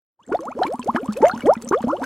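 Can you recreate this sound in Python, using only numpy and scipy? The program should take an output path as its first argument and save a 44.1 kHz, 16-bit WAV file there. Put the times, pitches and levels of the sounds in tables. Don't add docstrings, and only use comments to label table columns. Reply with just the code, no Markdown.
import sys
import numpy as np
from scipy import signal
from scipy.fft import rfft, irfft, next_fast_len
from scipy.io import wavfile
from scipy.ndimage import uniform_filter1d, minimum_filter1d, map_coordinates

SR = 44100
rng = np.random.default_rng(int(sys.argv[2]) if len(sys.argv) > 2 else 0)


def wav_out(sig):
    wavfile.write(sys.argv[1], SR, np.round(np.clip(np.atleast_2d(sig).T, -1, 1) * 32767).astype(np.int16))


N = 90537


def amp(db):
    return 10 ** (np.asarray(db) / 20)


def unit(x):
    return x / np.sqrt(np.mean(x ** 2) + 1e-20)


def along(points, hz):
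    f, v = np.transpose(points)
    return np.interp(np.log(hz + 1), np.log(np.abs(f) + 1), v)


def clock(length_s):
    return np.arange(int(length_s * SR)) / SR


def wobble(t, knots_per_s):
    return map_coordinates(rng.standard_normal(1024), [t * knots_per_s], mode="wrap")


def filtered(x, response):
    size = next_fast_len(x.shape[-1] + 4096)
    return irfft(rfft(x, size) * response(np.fft.rfftfreq(size, 1 / SR)), size)[..., :x.shape[-1]]


def coloured(x, colour, size=4096):
    cepstrum = irfft(np.log(amp(along(colour, np.fft.rfftfreq(size, 1 / SR)))))
    cepstrum[1:size // 2] *= 2
    cepstrum[size // 2 + 1:] = 0
    return signal.fftconvolve(x, irfft(np.exp(rfft(cepstrum))))[:len(x)]


def add(out, start_s, x, lag_spread_s=7e-6):
    i = int(np.clip(round(start_s * SR), 0, N - 1))
    lag_s = lag_spread_s * rng.standard_normal()
    stereo = filtered(x, lambda hz: np.exp(1j * np.pi * hz * lag_s * np.array([[1], [-1]])))
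    out[:, i:i + len(x)] += stereo[:, :N - i]


def ping(t, hz, t60_s, glide, onset_cycles=0.263):
    onset = (1 - np.exp(-t * hz / onset_cycles)) ** 2
    return np.sin(2 * np.pi * hz * t * (1 + glide * t / t60_s / 2)) * amp(-60 * t / t60_s) * onset


def swarm(length_s, per_s, low_hz, high_hz, t60_cycles, spread_db, glide, size=1024):
    n, count = int(length_s * SR), max(int(per_s * length_s), 2)
    draws = np.random.default_rng(rng.integers(2 ** 31)).random((count, 3))
    when, pitch, strength = draws.T[:, :, None]
    hz = low_hz * (high_hz / low_hz) ** pitch
    grains = amp(spread_db * strength ** 3) * ping(np.arange(size) / SR, hz, t60_cycles / hz, glide)
    indices = (when * n).astype(int) + np.arange(size)
    return unit(np.bincount(indices.ravel(), grains.ravel(), n)[:n])


def kitchen(x):
    # frequency in Hz, t60 in seconds.
    decay = [(200, 0.101), (1500, 0.09), (6000, 0.068), (15000, 0.088)]
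    # frequency in Hz, gain in dB.
    colour = [(60, -51.5), (200, -46.5), (700, -31.5), (1500, -18), (4000, -13), (12000, -5.5)]
    bin_hz, t, noise = signal.stft(rng.standard_normal((2, SR // 3)), SR, nperseg=256)
    tail = signal.istft(noise * amp(-60 * t / along(decay, bin_hz)[:, None]), SR, nperseg=256)[1]
    wet = signal.fftconvolve(x, tail / np.linalg.norm(tail[0]), axes=1)[:, :N]
    return filtered(wet, lambda hz: amp(along(colour, hz)))


def walls(x, t60_s=0.0207, attack_s=0.0012):
    # frequency in Hz, gain in dB.
    colour = [(60, -53.5), (250, -40), (1000, -23.5), (2500, -11), (6000, -6), (13000, -3.5)]
    t = clock(.04)
    echoes = rng.standard_normal((2, len(t))) * amp(-60 * t / t60_s) * np.minimum(t / attack_s, 1)
    echoes /= np.linalg.norm(echoes, axis=1, keepdims=True)
    wet = signal.fftconvolve(x, echoes, axes=1)[:, :N]
    return filtered(wet, lambda hz: amp(along(colour, hz)))


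def pan_air(x):
    # frequency in Hz, gain at resonance in dB, t60 in seconds.
    modes = [(588.2, -10, 0.03), (886, -13, 0.21), (1146, -20, 0.099), (1434.7, -8.5, 0.045),
             (1714, -16.5, 0.043), (1921, -13, 0.03), (2288, -10.5, 0.045), (3181, -16.5, .04)]
    t = clock(.15)
    ring = sum(amp(db - 60 * t / t60_s) * np.sin(2 * np.pi * hz * t) * 2 * np.log(1000) / (t60_s * SR)
               for hz, db, t60_s in modes)
    return x + signal.fftconvolve(x, ring[None], axes=1)[:, :N]


def simmer(spots=4, churn_db=-44, crackle_db=-56, wash_db=-48.5):
    # time in seconds, gain in dB.
    boil = [(0, -70), (.17, -63), (.2, -20.5), (.255, -19.5), (.28, -11.5), (.32, -3), (.54, -6), (.63, 3),
            (.7, -6), (.84, -3), (.96, 0), (1.02, -2.5), (1.12, 0.5), (1.25, 4), (1.4, 2.5), (1.6, -4),
            (1.75, -2), (1.88, 0.5), (1.97, -3), (2.05, 5.5)]
    # frequency in Hz, relative level in dB.
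    churn_colour = [(25, -16), (80, -16.5), (150, -1), (240, -5.5), (600, -0.5), (1300, -4), (2000, -5.5),
                    (4000, -31)]
    crackle_colour = [(1000, -12), (2700, 0), (4500, -9), (6500, -1.5), (10000, -3.5), (15000, -12.5)]
    wash_colour = [(25, -2), (70, 11.5), (150, 6), (260, 7.5), (500, 8.5), (1300, 2), (2200, -11.5),
                   (4500, -16), (6500, -18), (10000, -19.5), (15000, -25.5)]
    t, out = np.arange(N) / SR, np.zeros((2, N))
    boil_db = np.interp(t, *np.transpose(boil))
    length_s = N / SR + .1
    for _ in range(spots):
        churn = swarm(length_s, per_s=25, low_hz=199.6, high_hz=1898,
                      t60_cycles=16.9, spread_db=12, glide=0.18, size=4096)[-N:]
        crackle = swarm(length_s, per_s=130, low_hz=2033, high_hz=14130,
                        t60_cycles=17.8, spread_db=22, glide=.08)[-N:]
        clumps = amp(2.5 * wobble(t, knots_per_s=60))
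        wash = unit(coloured(rng.standard_normal(N), wash_colour))
        wash *= amp(3.38 * wobble(t, knots_per_s=51))
        mix = (amp(churn_db) * unit(coloured(churn, churn_colour))
               + amp(crackle_db) * unit(coloured(crackle * clumps, crackle_colour))
               + amp(wash_db) * wash)
        add(out, 0, mix * amp(boil_db) / np.sqrt(spots))
    return out


def heave(bubbles, gain_db=-23, smooth_s=0.014):
    # frequency in Hz, relative level in dB.
    colour = [(20, -14.5), (55, 2), (110, 0.5), (200, 3), (450, 1), (1300, -3), (2200, -24), (6000, -41.5)]
    bubble_rms = np.sqrt(np.abs(uniform_filter1d(bubbles[0] ** 2, int(smooth_s * SR))))
    return amp(gain_db) * bubble_rms * unit(coloured(rng.standard_normal(N), colour))


def snaps(gain_db=.5, t60_s=0.01):
    # start in seconds, relative peak in dB.
    tears = [(0.3486, -43), (0.406, -38), (0.4536, -36.5), (0.5889, -42.5), (0.6317, -40.5), (0.6692, -31),
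             (0.7241, -34.5), (0.7561, -38.5), (0.8451, -29), (0.8736, -36.5), (0.9607, -37), (1.044, -40),
             (1.059, -38), (1.1238, -31.5), (1.1322, -28), (1.1721, -32), (1.2825, -25), (1.3768, -33.5),
             (1.407, -33), (1.4629, -33), (1.536, -32), (1.6164, -33.5), (1.6222, -26), (1.6882, -22),
             (1.7847, -45), (1.8187, -35.5), (1.8815, -32.5), (2.024, -37.5), (2.0403, -31.5)]
    # frequency in Hz, relative level in dB.
    colour = [(500, -31.5), (2000, -4.5), (4500, -2.5), (6500, 1), (10000, -2.5), (15000, -11.5)]
    out, t = np.zeros((2, N)), clock(.03)
    for start_s, db in tears:
        tick = coloured(rng.standard_normal(len(t)) * amp(-60 * t / t60_s), colour)
        add(out, start_s, amp(db + gain_db) * tick / np.abs(tick).max())
    return out


def spatter(gain_db=0.5, spray_gain_db=-3.5, tail_s=0.0033):
    # start in seconds, length in seconds, relative level in dB, spray offset in dB.
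    showers = [(0.318, .016, -39, -16.5), (.344, .014, -46.5, -5.5), (0.619, 0.0303, -35, -16),
               (0.658, 0.0256, -42.5, -8.5), (0.941, 0.02404, -34, -9.5), (0.958, 0.013, -31.5, -16.5),
               (1.119, 0.0157, -55, 8), (1.161, .016, -47, 1), (1.212, 0.0196, -31, -20.5),
               (1.235, .022, -24.5, -19.5), (1.265, 0.027, -39, -11), (1.398, 0.0258, -46.5, -5.5),
               (1.454, .02, -36, -6), (1.615, .011, -49, 0), (1.72, 0.0147, -35, -17.5),
               (1.731, 0.01614, -29.5, -19.5), (1.821, 0.017, -40.5, -7.5), (2.022, 0.0261, -36.5, -7.5)]
    # frequency in Hz, relative level in dB.
    drop_colour = [(200, -17.5), (900, 3.5), (1900, 3), (3000, -6), (5000, -28), (9000, -32),
                   (15000, -43.5)]
    out = np.zeros((2, N))
    for start_s, length_s, db, spray_db in showers:
        drops = swarm(length_s + .03, per_s=2600, low_hz=887, high_hz=6110,
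                      t60_cycles=10.4, spread_db=16.5, glide=.1)
        spray = swarm(length_s + .03, per_s=1300, low_hz=3444, high_hz=14100,
                      t60_cycles=10.9, spread_db=20, glide=.1)
        shower = unit(coloured(drops, drop_colour)) + amp(spray_gain_db + spray_db) * spray
        t = np.arange(len(drops)) / SR
        envelope = np.minimum(2 * t / length_s, 1) * np.exp(-np.maximum(t - length_s, 0) / tail_s)
        add(out, start_s, amp(gain_db + db) * shower * envelope)
    return out


def pops(gain_db=-0.3861, glide=0.0552):
    # start in seconds, initial pitch in Hz, relative level in dB, t60 in seconds.
    bubbles = [(0.2654, 7500, -43.5, 0.0107), (0.292, 588, -24.5, 0.0456), (0.323, 1430, -21.5, 0.0608),
               (0.3462, 1923, -29, 0.0193), (0.3492, 3514, -37, 0.0328), (0.3696, 4294, -39.5, 0.0142),
               (0.3901, 1086, -23.5, 0.0326), (0.4078, 6260, -40, 0.0127), (0.5172, 2460, -39.5, 0.045),
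               (0.5908, 974, -18, 0.0217), (0.6333, 3130, -20.5, 0.012), (0.6339, 3990, -16, 0.0079),
               (0.6665, 2302, -21, 0.0292), (0.7362, 8470, -32, 0.0088), (0.7937, 1001, -22, 0.061),
               (0.7953, 7980, -22, 0.0038), (0.8176, 3120, -33.5, 0.0213), (0.8286, 2643, -29.5, 0.016),
               (0.829, 4460, -36, 0.0097), (0.9615, 1387, -11.5, 0.011), (0.9618, 1700, -12.5, 0.025),
               (0.9622, 2986, -29, 0.0223), (1.1341, 4370, -39.5, 0.0187), (1.1663, 2533, -30, 0.037),
               (1.2672, 2083, -21, 0.0315), (1.2675, 6778, -31, 0.0363), (1.283, 2697, -30.5, 0.026),
               (1.2834, 6203, -27.5, 0.02), (1.2969, 1364, -9.5, 0.0201), (1.3136, 4240, -27.5, 0.0263),
               (1.3773, 1453, -23.5, 0.0172), (1.4063, 2857, -30.5, 0.026), (1.4066, 1496, -25.5, 0.023),
               (1.421, 2240, -30, 0.0356), (1.4583, 3194, -29, 0.0162), (1.5364, 5700, -28, 0.0107),
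               (1.5537, 2381, -28.5, 0.0255), (1.5541, 1384, -22.5, 0.013), (1.571, 1975, -37, 0.051),
               (1.6469, 8082, -29, 0.0101), (1.6771, 5920, -28, 0.0119), (1.689, 7287, -32, 0.0192),
               (1.6894, 6112, -22.5, 0.0174), (1.7759, 3410, -34.5, 0.0184), (1.8394, 488, -12.5, 0.0364),
               (1.9668, 2962, -34.5, 0.0248), (2.0197, 780, -8.5, 0.0069), (2.0391, 1538, -17.5, 0.0427),
               (2.0421, 6180, -31, 0.011)]
    out = np.zeros((2, N))
    for start_s, hz, db, t60_s in bubbles:
        add(out, start_s, amp(db + gain_db) * ping(clock(t60_s), hz, t60_s, glide))
    return out


def plops(gain_db=1, glide=0.033):
    # start in seconds, initial pitch in Hz, relative level in dB, t60 in seconds.
    bubbles = [(0.277, 240, -34, 0.07), (0.292, 261.3, -27.5, 0.115), (0.3916, 327.6, -26.5, 0.1186),
               (0.454, 238, -33, 0.042), (0.4845, 250.6, -26, 0.079), (0.5508, 245.1, -29.5, 0.133),
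               (0.6512, 312, -11, 0.0173), (0.7414, 243.9, -20, 0.0653), (0.792, 241.4, -21, 0.101),
               (0.8876, 232, -18, 0.113), (0.9464, 241.8, -11, 0.072), (1.029, 262.2, -21.5, 0.11),
               (1.0867, 210.5, -13, 0.1406), (1.2055, 254.6, -17.5, 0.11), (1.3358, 231.2, -15.5, 0.054),
               (1.3589, 234.4, -23.5, 0.163), (1.4371, 246, -17, 0.073), (1.5661, 227.5, -20, 0.0984),
               (1.6399, 231.8, -27, 0.119), (1.669, 228.5, -25, 0.106), (1.7113, 356.5, -2, 0.0169),
               (1.8058, 224.3, -23, 0.0885), (1.8416, 232.3, -11, 0.0823), (1.871, 264.3, -18.5, 0.054),
               (2.0164, 265.6, -19.5, 0.122)]
    out = np.zeros((2, N))
    for start_s, hz, db, t60_s in bubbles:
        add(out, start_s, amp(db + gain_db) * ping(clock(t60_s), hz, t60_s, glide))
    return out


def risers(gain_db=0.16, attack_s=0.00123, release_s=0.00499, waver=0.02185, flutter_db=1.0):
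    # start in seconds, length in seconds, start and end pitch in Hz, glide bend (+ late,
    # - early), relative crest level in dB, crest position 0-1, swell before and fade after it in dB.
    bubbles = [(0.191, 0.0328, 834.6, 1263, 0.04, -48.5, 0.4, 8, 8.5),
               (0.224, 0.0207, 2593, 3785, 1, -53.5, 0.32, 10, 11.5),
               (0.236, 0.0314, 1488, 2510, 2, -62.5, 0.62, 5, 1),
               (0.27, 0.0649, 326.8, 1272, 1.13, -31, 0.42, 24.5, -3),
               (0.317, 0.02643, 317.3, 501.4, 0.5, -15.5, 0.13, 2.5, 8.5),
               (0.338, 0.024, 439.6, 884.5, 0.57, -11.5, 0.4, 11, 7.5),
               (0.345, 0.04615, 615.1, 927, -2.5, -16.5, 0.11, 4.5, 34.5),
               (0.398, 0.0931, 467.8, 1483, 3, -25.5, 1, 8.5, -5),
               (0.467, 0.06495, 462, 1493, 3.5, -31, 0.84, 4.5, -4.5),
               (0.5, 0.028, 1850, 2700, 1, -45, 0.76, 11.5, 3.5),
               (0.553, 0.0557, 322.9, 1034, 1.53, -24.5, 0.41, 17.5, 6.5),
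               (0.589, 0.0397, 274.5, 936.3, 2.23, -16, 1, 9.5, 20.5),
               (0.614, 0.025, 1009, 1963, 1.95, -27, 0.46, 27.5, -1.5),
               (0.615, 0.0565, 712.5, 1326, 2.5, -21.5, 0.67, -7, 6.5),
               (0.662, 0.0983, 267.4, 1024, 1.437, -21, 0.78, 7, 11.5),
               (0.734, 0.062, 1026, 1379, 1.2, -38.5, 0.48, 2.5, 22),
               (0.859, 0.05298, 296.4, 1367, 0.6, -11, 0.73, 19, 18),
               (0.946, 0.0453, 579, 1608, 1.49, -22, 0.52, 0.5, 3.5),
               (0.957, 0.1107, 299.3, 1152, 2.5, -27, 0.1, -5.5, 7.5),
               (1.082, 0.0374, 1154, 1738, 2, -28.5, 0.08, 0.5, 16),
               (1.152, 0.0831, 344.9, 962.3, -0.06, -22, 0.25, 20.5, 14.5),
               (1.224, 0.093, 282, 761, -3.5, -1.5, 0.26, 10, 29.5),
               (1.226, 0.0375, 866.6, 943, -1.57, -8.5, 0.28, 7, 21),
               (1.294, 0.036, 1051, 1644, -0.08, -27.5, 0.87, 1, 6.5),
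               (1.317, 0.0587, 751.3, 1168, -0.21, -27.5, 0.4, 3.5, 14.5),
               (1.414, 0.098, 381.3, 1558, 2.5, -17.5, 0.46, 38.5, 5.5),
               (1.454, 0.08843, 217.5, 1025, 0.45, -5, 0.51, 14, 14),
               (1.6, 0.0776, 221.2, 570.5, -1.48, -36.5, 1, 10, 2.5),
               (1.666, 0.0215, 952, 1436, 1, -41, 0.57, 10.5, 6.5),
               (1.711, 0.019, 474, 1736, -1.04, -20, 0.77, 4, 23),
               (1.723, 0.0931, 324.3, 996, 0.9853, -16, 0.33, 0.5, 14.5),
               (1.724, 0.03484, 606.7, 1249, -3.5, -11, 0.56, 9.5, 26),
               (1.87, 0.0431, 566, 1576, 0.25, -24.5, 0.81, 0, 15.5),
               (1.872, 0.1025, 237.3, 369.5, -1.68, -19, 0.06, -3.5, 16),
               (1.878, 0.0587, 523.8, 1496, -0.5245, -20, 0.59, 4.5, 15),
               (1.92, 0.0606, 431.6, 1256, 1.22, -13.5, 0.22, 26.5, 24),
               (1.978, 0.072, 402.4, 1181, 0.13, -23.5, 0.71, 10.5, 21)]
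    out = np.zeros((2, N))
    for start_s, length_s, start_hz, end_hz, bend, db, crest, swell_db, fade_db in bubbles:
        t = clock(length_s)
        progress = t / length_s
        hz = start_hz + (end_hz - start_hz) * np.expm1(bend * progress) / np.expm1(bend)
        hz *= 1 + waver * wobble(t, knots_per_s=149.9)
        drop_db = np.interp(progress, [0, np.clip(crest, .05, .95), 1], [swell_db, 0, fade_db])
        level_db = gain_db + db - drop_db + flutter_db * wobble(t, knots_per_s=132.4)
        edges = np.minimum(t / attack_s, 1) * np.minimum((length_s - t) / release_s, 1)
        add(out, start_s, amp(level_db) * edges * np.sin(2 * np.pi * np.cumsum(hz) / SR))
    return out


def scene():
    big = risers() + plops()
    small = pops() + snaps() + spatter() + simmer()
    near = pan_air(big + heave(big) + small)
    return near + walls(near) + kitchen(near)


def record(dry, ceiling=.8, hold_s=.006, top_hz=15900):
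    # frequency in Hz, phase lead of the left port in radians.
    lead = [(0, 0), (2000, -0.0659), (5200, 0.2438), (8000, 0.95), (12000, 1.55), (15600, 3.5)]
    sides = np.array([[1], [-1]])
    ports = filtered(dry, lambda hz: np.exp(.5j * np.interp(hz, *np.transpose(lead)) * sides))
    hold = int(hold_s * SR)
    needed_gain = ceiling / np.maximum(np.abs(ports).max(axis=0), ceiling)
    gain = uniform_filter1d(minimum_filter1d(needed_gain, 2 * hold), hold)
    return filtered(ports * gain, lambda hz: hz < top_hz)


dry = scene()
out = record(dry)
wav_out(out)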